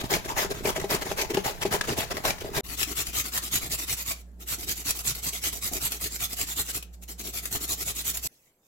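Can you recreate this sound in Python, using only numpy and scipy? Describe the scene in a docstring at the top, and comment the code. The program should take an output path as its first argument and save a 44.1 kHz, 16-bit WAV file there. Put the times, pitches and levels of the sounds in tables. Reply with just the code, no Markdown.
"""First a cabbage is pushed to and fro over a plastic slicer in a big bowl: each stroke is a dense crackle of
tearing cells over the duller chatter of the tool, while the slicer knocks and leaves snap. At 2.6 s this gives
way abruptly to a carrot rasped on a steel grater, with soft thuds and a low hum. At 8.3 s the scene changes
abruptly: grating and hum are gone, and a faint rustle of vegetables follows."""
import sys
import numpy as np
from scipy import signal
from scipy.io import wavfile
from scipy.ndimage import uniform_filter1d

SR = 44100
rng = np.random.default_rng(int(sys.argv[2]) if len(sys.argv) > 2 else 0)


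def waveform_to_disk(signal):
    """Save audio, clipped to [-1, 1], as 16-bit WAV at the path in sys.argv[1]."""
    frames = np.transpose(np.atleast_2d(signal))
    scaled = np.clip(frames, -1, 1) * 32767
    samples = np.round(scaled).astype(np.int16)
    wavfile.write(sys.argv[1], SR, samples)


N = 382336
TIME = np.arange(N) / SR
CONTROL_TIME = TIME[::32]  # coarse grid for the stroke envelopes
SLICING, GRATING, QUIET_RUSTLE = (0, 2.609), (2.633, 8.275), (8.275, 8.7)  # start/s, end/s

# Levels in the tables are relative; each source applies its own gain.
# reverberation of the kitchen: f/Hz, T60/s
ROOM_DECAY = [(150, 0.13), (1000, 0.27), (6000, 0.22), (15000, 0.11)]
# relation of the two channels: f/Hz, coherence, phase lead of the left/rad
COHERENCE = [(30, 0.76, -3.5), (60, 1, 1), (200, 1, -0.24), (544, 0.86, 0.22), (810, 0.83, 1.67),
             (1320, 0.36, 2.5), (1700, 0.36, 4), (2220, 0.7, 8), (2750, 0.24, 8.5), (8000, 0.058, 14)]
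# stereo balance during slicing, and after it: f/Hz, left minus right/dB
SLICER_BALANCE = [(45, -4.5), (110, -2.5), (300, 0), (400, 2), (600, -2.5), (900, 3.5), (1200, -1.5),
                  (1600, 9), (2400, 4), (4500, 3), (6800, 0.5), (7900, -3), (9500, 0)]
GRATER_BALANCE = [(60, 9), (170, -4), (320, 1.5), (600, -0.5), (1300, 5.5), (2300, 6.5), (3300, 0.5),
                  (4200, 2.5), (5800, 0.5), (6900, -5), (8000, -8), (9200, 0), (11500, -3), (15000, -1)]
# partials of the motor: f/Hz, level/dB
HUM_PARTIALS = [(59.3, -46.5), (178, -63), (186, -66)]
# spectral envelopes of the noisy sources: f/Hz, level/dB
AIR_SPECTRUM = [(30, 7.5), (120, -4), (190, 9.5), (300, -1), (500, -3.5), (1000, -11), (1700, -14),
                (2500, -27), (7000, -32), (16000, -44)]
RUSTLE_SPECTRUM = [(30, -8), (500, -6.5), (900, -17), (2500, -11.5), (4500, -14.5), (7300, -9.5),
                   (9000, -18), (11500, -9.5), (16000, -16)]
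RUMBLE_SPECTRUM = [(15, -30.5), (30, -14), (48, 11), (75, -5.5), (150, -9), (300, -25), (1000, -45)]
SLICER_SPECTRUM = [(40, -6.5), (110, -4), (190, -2.5), (310, -4.5), (410, 5.5), (510, -8.5), (640, -4.5),
                   (900, -5), (1500, -24.5), (3000, -45.5)]
CRUNCH_SPECTRUM = [(300, -5), (650, 2), (850, -1.5), (1100, -1), (1500, -3.5), (2300, -2.5), (3000, -5),
                   (4500, -5.5), (7100, -5.5), (8800, -14.5), (11500, -10.5), (16000, -16)]
GRATER_SPECTRUM = [(60, 5.5), (140, -2), (200, -2), (320, 4.5), (430, 0), (560, -15), (720, 1.5),
                   (1000, -21.5), (3000, -43)]
RASP_SPECTRUM = [(300, -12), (700, -10), (950, -7.5), (1300, -3), (1600, -8), (2300, -1.5), (2900, -1.5),
                 (3800, -0.5), (4700, -2), (6200, -0.5), (7600, 2.5), (8800, -6.5), (11500, 1), (16000, -4)]
# faint rustle of vegetables after the scene changes: t/s, level/dB
RUSTLE_LEVEL = [(8.28, -63), (8.35, -60), (8.39, -66), (8.47, -64), (8.55, -73), (8.62, -74.5), (8.67, -62)]
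# modes of the slicer on the bowl: f/Hz, level/dB, T60/s
PLASTIC_MODES = [(191, -16, 0.25), (397.4, 2.5, 0.053), (458, -7.5, 0.059), (620, 5, 0.018),
                 (652, 0, 0.012), (804, -4, 0.038), (960, -13.5, 0.02)]
# the slicer bumps the bowl: t/s, level/dB
SLICER_KNOCKS = [(0.138, -20.5), (0.446, -20), (0.65, -17), (0.672, -18), (0.78, -20.5), (0.841, -15.5),
                 (1.114, -16), (1.234, -23), (1.372, -9.5), (1.652, -12), (1.74, -16), (1.978, -19.5),
                 (2.113, -22.5), (2.457, -31.5)]
# a thick leaf breaks: t/s, level/dB, f/Hz
LEAF_SNAPS = [(0.1366, -5, 2240), (0.1486, -16, 2410), (0.655, -16, 2350), (1.3704, -15.5, 2900),
              (1.8103, -8, 1670), (1.891, -15, 2770), (2.251, -10, 1030), (2.3049, -10, 2340),
              (2.5653, -18, 1930)]
# the blade snags a leaf and rips it: t/s, level/dB
LEAF_RIPS = [(0.445, -17), (0.797, -17.5), (0.812, -19), (0.946, -14), (1.113, -14.5), (1.212, -12),
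             (1.342, -12.5), (1.727, -20), (1.932, -20.5), (1.985, -17), (2.168, -13), (2.381, -24.5)]
# one to-and-fro of the cabbage: t/s, duration/s, level/dB and swell/dB of the cut;
# lead/s and level/dB of the flick before it; level/dB and chatter/dB of the slide
CABBAGE_STROKES = [(0.106, 0.067, -24, -4.5, 0.094, -28.5, -36.5, -31.5),
                   (0.367, 0.077, -25, -1.5, 0.11, -31.5, -34, -25.5),
                   (0.645, 0.063, -26.5, 1, .13, -29, -41, -34.5),
                   (0.902, 0.07, -25.5, -8.5, 0.1336, -26, -41, -37.5),
                   (1.175, 0.057, -26, 1, 0.15, -27, -35, -33.5),
                   (1.45, .076, -30.5, -13, 0.14, -28, -37, -32.5),
                   (1.717, 0.052, -24.5, -5, 0.09, -24.5, -33, -32.5),
                   (1.976, 0.076, -28.5, -13, 0.127, -32, -30, -29),
                   (2.247, 0.066, -24.5, -4, 0.13, -26.5, -41, -31),
                   (2.536, 0.051, -27.5, 13, .12, -34, -42.5, -35)]
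# the grater's feet press on the bowl: t/s, level/dB
FOOT_BUMPS = [(3.179, -44), (3.528, -38), (3.643, -29.5), (3.69, -29), (3.911, -40), (5.075, -24),
              (5.108, -26), (5.261, -27.5), (6.031, -32)]
# the carrot brushes the plate as the grip changes: t/s, duration/s, level/dB
CARROT_BRUSHES = [(2.642, .045, -41), (4.152, 0.069, -49.5), (4.404, 0.037, -42), (6.933, 0.022, -49.5),
                  (7.026, 0.014, -37.5), (7.086, 0.045, -34.5), (7.189, 0.035, -33.5)]
# the carrot catches on a tooth and breaks free: t/s, level/dB
TOOTH_CATCHES = [(2.829, -8), (3.067, -17), (3.163, -19), (3.375, -6.5), (4.692, -13), (4.905, -8.5),
                 (4.989, -17.5), (5.074, -10), (5.149, -18), (5.438, -15), (5.528, -16), (5.733, -12.5),
                 (5.851, -11), (5.918, -11.5), (6.04, -14), (6.156, -17), (6.41, -8.5), (6.825, -22),
                 (7.192, -25), (7.27, -17), (7.454, -11), (7.525, -14), (7.549, -17), (7.688, -14),
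                 (8.076, -18), (8.17, -11.5)]
# gain of the rasp's middle range and of the thuds as the hand turns the grater: t/s, level/dB
GRATER_FACING = [(2.7, 0), (3.5, 0), (4.5, -1), (6.5, -2), (8.3, -4.5)]
# position of the rasp: t/s, left minus right/dB
RASP_PAN = [(2.7, 6), (3.6, 1), (5, 0.5), (6.3, 0.2), (7.2, 3.3), (8.3, 0.5)]
# one up-and-down of the carrot: t/s, duration/s and level/dB of the cut;
# level/dB and swell/dB of the draw before it; chatter/dB of the cut, chatter/dB of the draw
CARROT_STROKES = [(2.78, 0.06, -25, -34.0, 1.5, -41, -39.5), (2.96, 0.064, -25.0, -33.5, 6.5, -42, -39.5),
                  (3.135, 0.08, -25, -35, 1, -40, -44.5), (3.326, 0.061, -26, -33.5, -4.5, -47, -45),
                  (3.52, 0.059, -22.5, -32.5, -5.5, -36.5, -43.5),
                  (3.707, 0.046, -25.0, -33, -3, -37, -36.5), (3.878, 0.064, -26.0, -30.5, -7, -42, -42),
                  (4.06, 0.066, -27, -30, -1, -45, -56), (4.478, 0.071, -26.5, -66, 13, -48, -52),
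                  (4.676, 0.051, -25.5, -35.5, 5, -39.5, -41.5), (4.855, 0.058, -24.5, -35, -2, -41.5, -46),
                  (5.045, 0.073, -26, -32.5, 2, -46, -45.5), (5.23, 0.067, -26.0, -35.5, 3, -46, -43.5),
                  (5.424, 0.066, -25, -33.0, -8.5, -42, -44), (5.62, 0.066, -26.5, -33.5, -6, -44, -42),
                  (5.81, 0.067, -24.5, -30.5, 5, -42.5, -36), (6.006, 0.069, -27.5, -33.0, -7, -46, -42),
                  (6.197, 0.062, -26.5, -34, 7, -45.5, -49.5), (6.368, 0.071, -27.5, -33, 15, -40.5, -47),
                  (6.565, 0.052, -23.5, -31, 1, -40, -53), (6.739, 0.039, -25.5, -33.5, 17, -39, -53),
                  (7.335, 0.059, -28.5, -33.5, -2.5, -46, -42.5),
                  (7.514, 0.057, -26, -36.5, -1, -35.5, -45), (7.678, 0.064, -26, -30.5, 13.5, -41, -42.5),
                  (7.858, 0.054, -25.5, -30.5, 15, -43.5, -46.5), (8.048, 0.065, -25, -29.5, 3, -48, -47),
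                  (8.228, 0.067, -26.5, -32.5, -13, -45, -48.5)]


def gain(db):
    """Amplitude ratio of a level in decibels."""
    return 10 ** (np.asarray(db) / 20)


def unit_rms(x):
    """Normalisation to unit mean power."""
    return x / np.sqrt(np.mean(x ** 2) + 1e-20)


def length(span):
    """Number of samples in a span."""
    return min(round(span[1] * SR), N) - round(span[0] * SR)


def add(mix, start_s, sound):
    """Superposition: a sound adds to the mix from its onset."""
    part = mix[:, max(round(start_s * SR), 0):][:, :sound.shape[-1]]
    part += sound[..., :part.shape[1]]


def gate(span):
    """A rectangular time window with short ramps."""
    return uniform_filter1d(1. * ((TIME >= span[0]) & (TIME < span[1])), size=60)


def white_noise(span):
    """Two incoherent channels with a flat spectrum."""
    return rng.standard_normal((2, length(span)))


def low_noise(shape, cutoff_hz, order=2):
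    """Low-pass filtered noise of unit power."""
    return unit_rms(signal.lfilter(*signal.butter(order, cutoff_hz, fs=SR), rng.standard_normal(shape)))


def crackle(span, per_s, top_hz, decay_s, spread_db, clump_db, pop_samples=80):
    """Shot noise: tiny damped pops arrive at random, in clumps as each shred tears loose."""
    n, t = length(span), np.arange(pop_samples) / SR
    pops = np.exp(2j * np.pi * np.linspace(0, top_hz, 256)[:, None] * t - t / decay_s)
    pops *= 1 - np.exp(-4 * t / decay_s)
    onsets = np.flatnonzero(rng.random(n) < per_s / SR)
    pitch = rng.integers(0, len(pops), n)[onsets]
    strength = gain(spread_db * np.minimum(rng.exponential(1, n)[onsets], 4))
    phasors = strength * np.exp(2j * np.pi * rng.random((2, n))[:, onsets])
    where = (onsets[:, None] + np.arange(pop_samples)).ravel()
    pair = np.array([np.bincount(where, (p[:, None] * pops[pitch]).real.ravel(), n)[:n] for p in phasors])
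    clumps = unit_rms(uniform_filter1d(uniform_filter1d(rng.standard_normal(n), size=220), size=90))
    return pair * gain(clump_db * clumps)


def radiate(span, pair, spectrum, balance, patchy_db, facing=((0, 0),)):
    """Source and filter: two signals become one partly coherent sound whose resonances come and go."""
    hz, t, (left, unrelated) = signal.stft(pair.astype(np.float32), SR, nperseg=1024)
    table_hz, coherence, lead = np.transpose(COHERENCE)
    coherence, lead = np.interp(hz, table_hz, coherence)[:, None], np.interp(hz, table_hz, lead)[:, None]
    right = coherence * left * np.exp(-1j * lead) + np.sqrt(1 - coherence ** 2) * unrelated
    patch_shape = np.outer(np.hanning(13), np.hanning(7))
    patches = unit_rms(signal.fftconvolve(rng.standard_normal(left.shape), patch_shape, "same"))
    middle_db = np.exp(-np.log((hz[:, None] + 1) / 1900) ** 2) * at_time(facing, t + span[0])
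    colour = gain(at_frequency(spectrum, hz) + patchy_db * patches + middle_db)
    lean = gain(at_frequency(balance, hz) / 2)
    sound = signal.istft(np.array([left * lean * colour, right / lean * colour], np.complex64))[1]
    out = np.zeros((2, N))
    add(out, span[0], unit_rms(sound[:, :length(span)]))
    return out


def at_frequency(table, hz):
    """Interpolation on a logarithmic frequency axis, returned as a column."""
    table_hz, value = np.transpose(table)
    return np.interp(np.log(hz + 1), np.log(table_hz + 1), value)[:, None]


def at_time(table, t=TIME):
    """Linear interpolation in time."""
    return np.interp(t, *np.transpose(table))


def contact(start, end, db, edge_s, swell_db=0, ripple_db=0, release=1):
    """Power of a sliding contact: it fades in, swells, may ripple over two rows of teeth, and fades."""
    fade_in = (1 + np.tanh((CONTROL_TIME - start) / edge_s)) / 2
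    fade_out = (1 + np.tanh((end - CONTROL_TIME) / (release * edge_s))) / 2
    travel = np.clip((CONTROL_TIME - start) / max(end - start, edge_s), 0, 1)
    level_db = db + swell_db * (travel - .5) - ripple_db * np.cos(4 * np.pi * travel)
    return (fade_in * fade_out * gain(level_db)) ** 2


def amplitude(power, floor_db):
    """Incoherent powers add: the envelope is the root of stroke power plus a steady floor."""
    return np.interp(TIME, CONTROL_TIME, np.sqrt(power + gain(floor_db) ** 2))


def surges(events, level_db, rise_s):
    """Stick and slip: each catch is a brief surge in the envelope of the tearing."""
    out, age = np.zeros((1, N)), np.arange(SR // 25) / SR / rise_s
    for start, db in events:
        add(out, start, gain(db + level_db) * age * np.exp(1 - age))
    return out[0]


def reverberate(direct, wet_db):
    """Reverberation: sparse reflections of random sign, each band decaying at its own rate."""
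    taps = rng.choice([-1., 1.], (2, SR // 2)) * (rng.random((2, SR // 2)) < .1)
    taps[:, :round(.004 * SR)] = 0  # delay of the first reflection
    hz, t, bands = signal.stft(taps, SR, nperseg=256)
    tail = signal.istft(bands * gain(-60 * t / at_frequency(ROOM_DECAY, hz)), SR, nperseg=256)[1]
    tail /= np.linalg.norm(tail[0])
    return direct + gain(wet_db) * signal.fftconvolve(direct, tail, axes=1)[:, :N]


def room_tone():
    """The ambient noise floor, dull and steady."""
    return gain(-74) * low_noise(N, cutoff_hz=600)


def rustle():
    """Weak, overlapping pops merge into a faint, moist rustle of vegetables."""
    cells = crackle(QUIET_RUSTLE, per_s=18000, top_hz=16700, decay_s=0.00079, spread_db=-2, clump_db=0)
    sound = radiate(QUIET_RUSTLE, cells, RUSTLE_SPECTRUM, GRATER_BALANCE, patchy_db=4)
    return gain(at_time(RUSTLE_LEVEL)) * sound


def motor_hum(air_db=-61, left_db=-1, right_db=2):
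    """The steady vibration of a motor gives a line spectrum, over a faint wash of air."""
    lines = sum(np.sqrt(2) * gain(db) * np.sin(2 * np.pi * (hz * TIME + rng.random()))
                for hz, db in HUM_PARTIALS)
    air = radiate(GRATING, white_noise(GRATING), AIR_SPECTRUM, GRATER_BALANCE, patchy_db=3.5)
    return lines * gain([[left_db], [right_db]]) + gain(air_db) * air


def bowl_bumps(level_db=-5, hz=135, decay_s=0.015, rise_s=0.0024):
    """A heavily damped oscillator: the padded bowl answers the grater's feet with a dull note."""
    out, t = np.zeros((2, N)), np.arange(SR // 10) / SR
    envelope = np.exp(-t / decay_s) * (1 - np.exp(-t / rise_s))
    for start, db in FOOT_BUMPS:
        note = np.sin(2 * np.pi * hz * rng.uniform(0.77, 1.27) * t)
        add(out, start, gain(db + level_db) * note * envelope)
    return out


def thuds(push, level_db=-18.5, band_hz=(75, 135)):
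    """A soft impact excites only low frequencies: each push thuds into the heap of shreds."""
    band = signal.butter(2, band_hz, "band", fs=SR, output="sos")
    low = unit_rms(signal.sosfilt(band, rng.standard_normal(N)))
    return low * push * gain(level_db + at_time(GRATER_FACING))


def knocks(level_db=-3, rise_s=0.002, vary_db=2, detune=0.016, right_db=-2, tick_db=-15, tick_s=0.0091):
    """Modal ringing: each bump ticks and rings the plastic, a little differently from place to place."""
    out, t = np.zeros((2, N)), np.arange(SR // 5) / SR
    hz, mode_db, t60 = np.transpose(PLASTIC_MODES)[:, :, None]
    for start, db in SLICER_KNOCKS:
        level_shift, pitch_shift = rng.standard_normal((2, len(hz), 1))
        envelopes = gain(mode_db + vary_db * level_shift - 60 * t / t60)
        modes = envelopes * np.sin(2 * np.pi * hz * (1 + detune * pitch_shift) * t)
        tick = low_noise((2, len(t)), cutoff_hz=4500, order=1) * np.exp(-t / tick_s)
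        blow = modes.sum(0) * gain([[0], [right_db]]) + gain(tick_db) * tick
        add(out, start, gain(db + level_db) * blow * (1 - np.exp(-t / rise_s)))
    return out


def snaps(crack_db=-7, crack_s=0.0041, decay_s=0.0023, rise_s=0.0014, right_db=-6):
    """Brittle fracture: a leaf rib breaks with a short crack and a quickly damped note."""
    out, t = np.zeros((2, N)), np.arange(SR // 25) / SR
    for start, db, hz in LEAF_SNAPS:
        crack = gain(crack_db) * low_noise((2, len(t)), cutoff_hz=6500) * np.exp(-t / crack_s)
        note = np.sin(2 * np.pi * hz * t) * np.exp(-t / decay_s) * gain([[0], [right_db]])
        add(out, start, gain(db) * (note + crack) * (1 - np.exp(-t / rise_s)))
    return out


def slicing_strokes(flick_s=0.019, follow_s=0.03, turn_after_flick_s=0.026, turn_before_cut_s=0.036):
    """Contact powers add as the cabbage flicks over the blade, slides up, cuts and follows through."""
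    crunch, chatter, cuts = np.zeros((3, len(CONTROL_TIME)))
    for start, cut_s, cut_db, swell_db, lead_s, flick_db, slide_db, slide_chatter_db in CABBAGE_STROKES:
        flick_at, end = start - lead_s, start + cut_s
        flick = contact(flick_at - flick_s / 2, flick_at + flick_s / 2, flick_db, edge_s=0.0071)
        slide_span = flick_at + turn_after_flick_s, start - turn_before_cut_s
        slide = contact(*slide_span, db=0, edge_s=0.0065, swell_db=-5)
        cut = contact(start, end, cut_db, edge_s=0.01, swell_db=swell_db, release=0.6)
        follow = contact(end, end + follow_s, cut_db + swell_db / 2, edge_s=0.0065)
        cuts += cut
        crunch += flick + slide * gain(slide_db) ** 2 + cut + follow * gain(-13) ** 2
        chatter += flick * gain(-7) ** 2 + slide * gain(slide_chatter_db) ** 2
        chatter += cut * gain(-1.5) ** 2 + follow * gain(-10) ** 2
    return amplitude(crunch, floor_db=-47), amplitude(chatter, floor_db=-45), amplitude(cuts, floor_db=-47)


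def slicer(crunch_db=-1, fizz_db=-4, fizz_hz=9500, plate_db=-3, rumble_db=-43):
    """Cells rupture with a crunch and juicy fizz; friction shakes the plate; the handled bowl rumbles."""
    tearing, chatter, cutting = slicing_strokes()
    cells = crackle(SLICING, per_s=13000, top_hz=16470, decay_s=0.00055, spread_db=-1, clump_db=1)
    slips = crackle(SLICING, per_s=1500, top_hz=1930, decay_s=0.0021, spread_db=3.5, clump_db=2.5,
                    pop_samples=320)
    crunch = radiate(SLICING, cells, CRUNCH_SPECTRUM, SLICER_BALANCE, patchy_db=2)
    plate = radiate(SLICING, slips, SLICER_SPECTRUM, SLICER_BALANCE, patchy_db=5)
    rumble = radiate(SLICING, white_noise(SLICING), RUMBLE_SPECTRUM, SLICER_BALANCE, patchy_db=0.5)
    fizz = signal.sosfilt(signal.butter(2, fizz_hz, "high", fs=SR, output="sos"), crunch)
    tearing = np.hypot(tearing, surges(LEAF_RIPS, level_db=-13.5, rise_s=0.0039))
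    leaves = gain(crunch_db) * tearing * crunch + gain(fizz_db) * cutting * fizz
    direct = leaves + gain(plate_db) * chatter * plate + knocks() + snaps()
    return reverberate(direct, wet_db=-12) + gain(rumble_db) * rumble


def grating_strokes(longest_draw_s=0.0955, turn_after_cut_s=0.029, turn_before_cut_s=0.026,
                    follow_s=0.008, push_lead_s=0.024, push_width_s=0.036):
    """Contact powers add as light draws up the teeth alternate with hard cuts, whose push peaks late."""
    rasp, chatter, push = np.zeros((3, len(CONTROL_TIME)))
    end = 0
    for start, cut_s, cut_db, draw_db, draw_swell_db, cut_chatter_db, draw_chatter_db in CARROT_STROKES:
        draw_span = max(end + turn_after_cut_s, start - longest_draw_s), start - turn_before_cut_s
        draw = contact(*draw_span, db=0, edge_s=0.0092, swell_db=draw_swell_db, ripple_db=0.5)
        end = start + cut_s
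        cut = contact(start, end, db=0, edge_s=0.012, swell_db=5.5, release=0.98)
        follow = contact(end, end + follow_s, cut_db - 11, edge_s=0.0092)
        rasp += cut * gain(cut_db) ** 2 + draw * gain(draw_db) ** 2 + follow
        chatter += cut * gain(cut_chatter_db) ** 2 + draw * gain(draw_chatter_db) ** 2
        from_peak = (CONTROL_TIME - end + push_lead_s) / push_width_s
        push += gain(cut_db) * np.exp(-np.minimum(from_peak ** 2, 20))
    brushes = sum(contact(at, at + brush_s, db, edge_s=0.0084) for at, brush_s, db in CARROT_BRUSHES)
    chatter += brushes * gain(-11) ** 2
    push = np.interp(TIME, CONTROL_TIME, push)
    return amplitude(rasp + brushes, floor_db=-70), amplitude(chatter, floor_db=-62.5), push


def grater(rasp_db=-2, plate_db=-2.5):
    """Many steel teeth rupture the carrot's cells at once, while friction sets the plate chattering."""
    tearing, chatter, push = grating_strokes()
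    cells = crackle(GRATING, per_s=14000, top_hz=16620, decay_s=0.00035, spread_db=-2, clump_db=0.95,
                    pop_samples=56)
    slips = crackle(GRATING, per_s=1300, top_hz=1956, decay_s=0.0017, spread_db=2, clump_db=0,
                    pop_samples=256)
    rasp = radiate(GRATING, cells, RASP_SPECTRUM, GRATER_BALANCE, patchy_db=3, facing=GRATER_FACING)
    plate = radiate(GRATING, slips, GRATER_SPECTRUM, GRATER_BALANCE, patchy_db=3)
    tearing = np.hypot(tearing, surges(TOOTH_CATCHES, level_db=-12, rise_s=0.0032))
    pan = gain(at_time(RASP_PAN) * np.array([[.5], [-.5]]))
    direct = gain(rasp_db) * tearing * rasp * pan + gain(plate_db) * chatter * plate
    return reverberate(direct, wet_db=-10.5) + thuds(push)


def scene():
    """Superposition: slicing, grating and a faint rustle follow in turn over the room's noise floor."""
    background = room_tone()
    slicing = gate(SLICING) * slicer()
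    grating = gate(GRATING) * (grater() + bowl_bumps() + motor_hum())
    return background + slicing + grating + rustle()


def record(dry):
    """Band limiting: a steep linear-phase low-pass at about 16 kHz."""
    low_pass = signal.firwin(511, 16020, window=("kaiser", 9), fs=SR)
    return signal.oaconvolve(dry, low_pass[None], "same")


dry = scene()
out = record(dry)
waveform_to_disk(out)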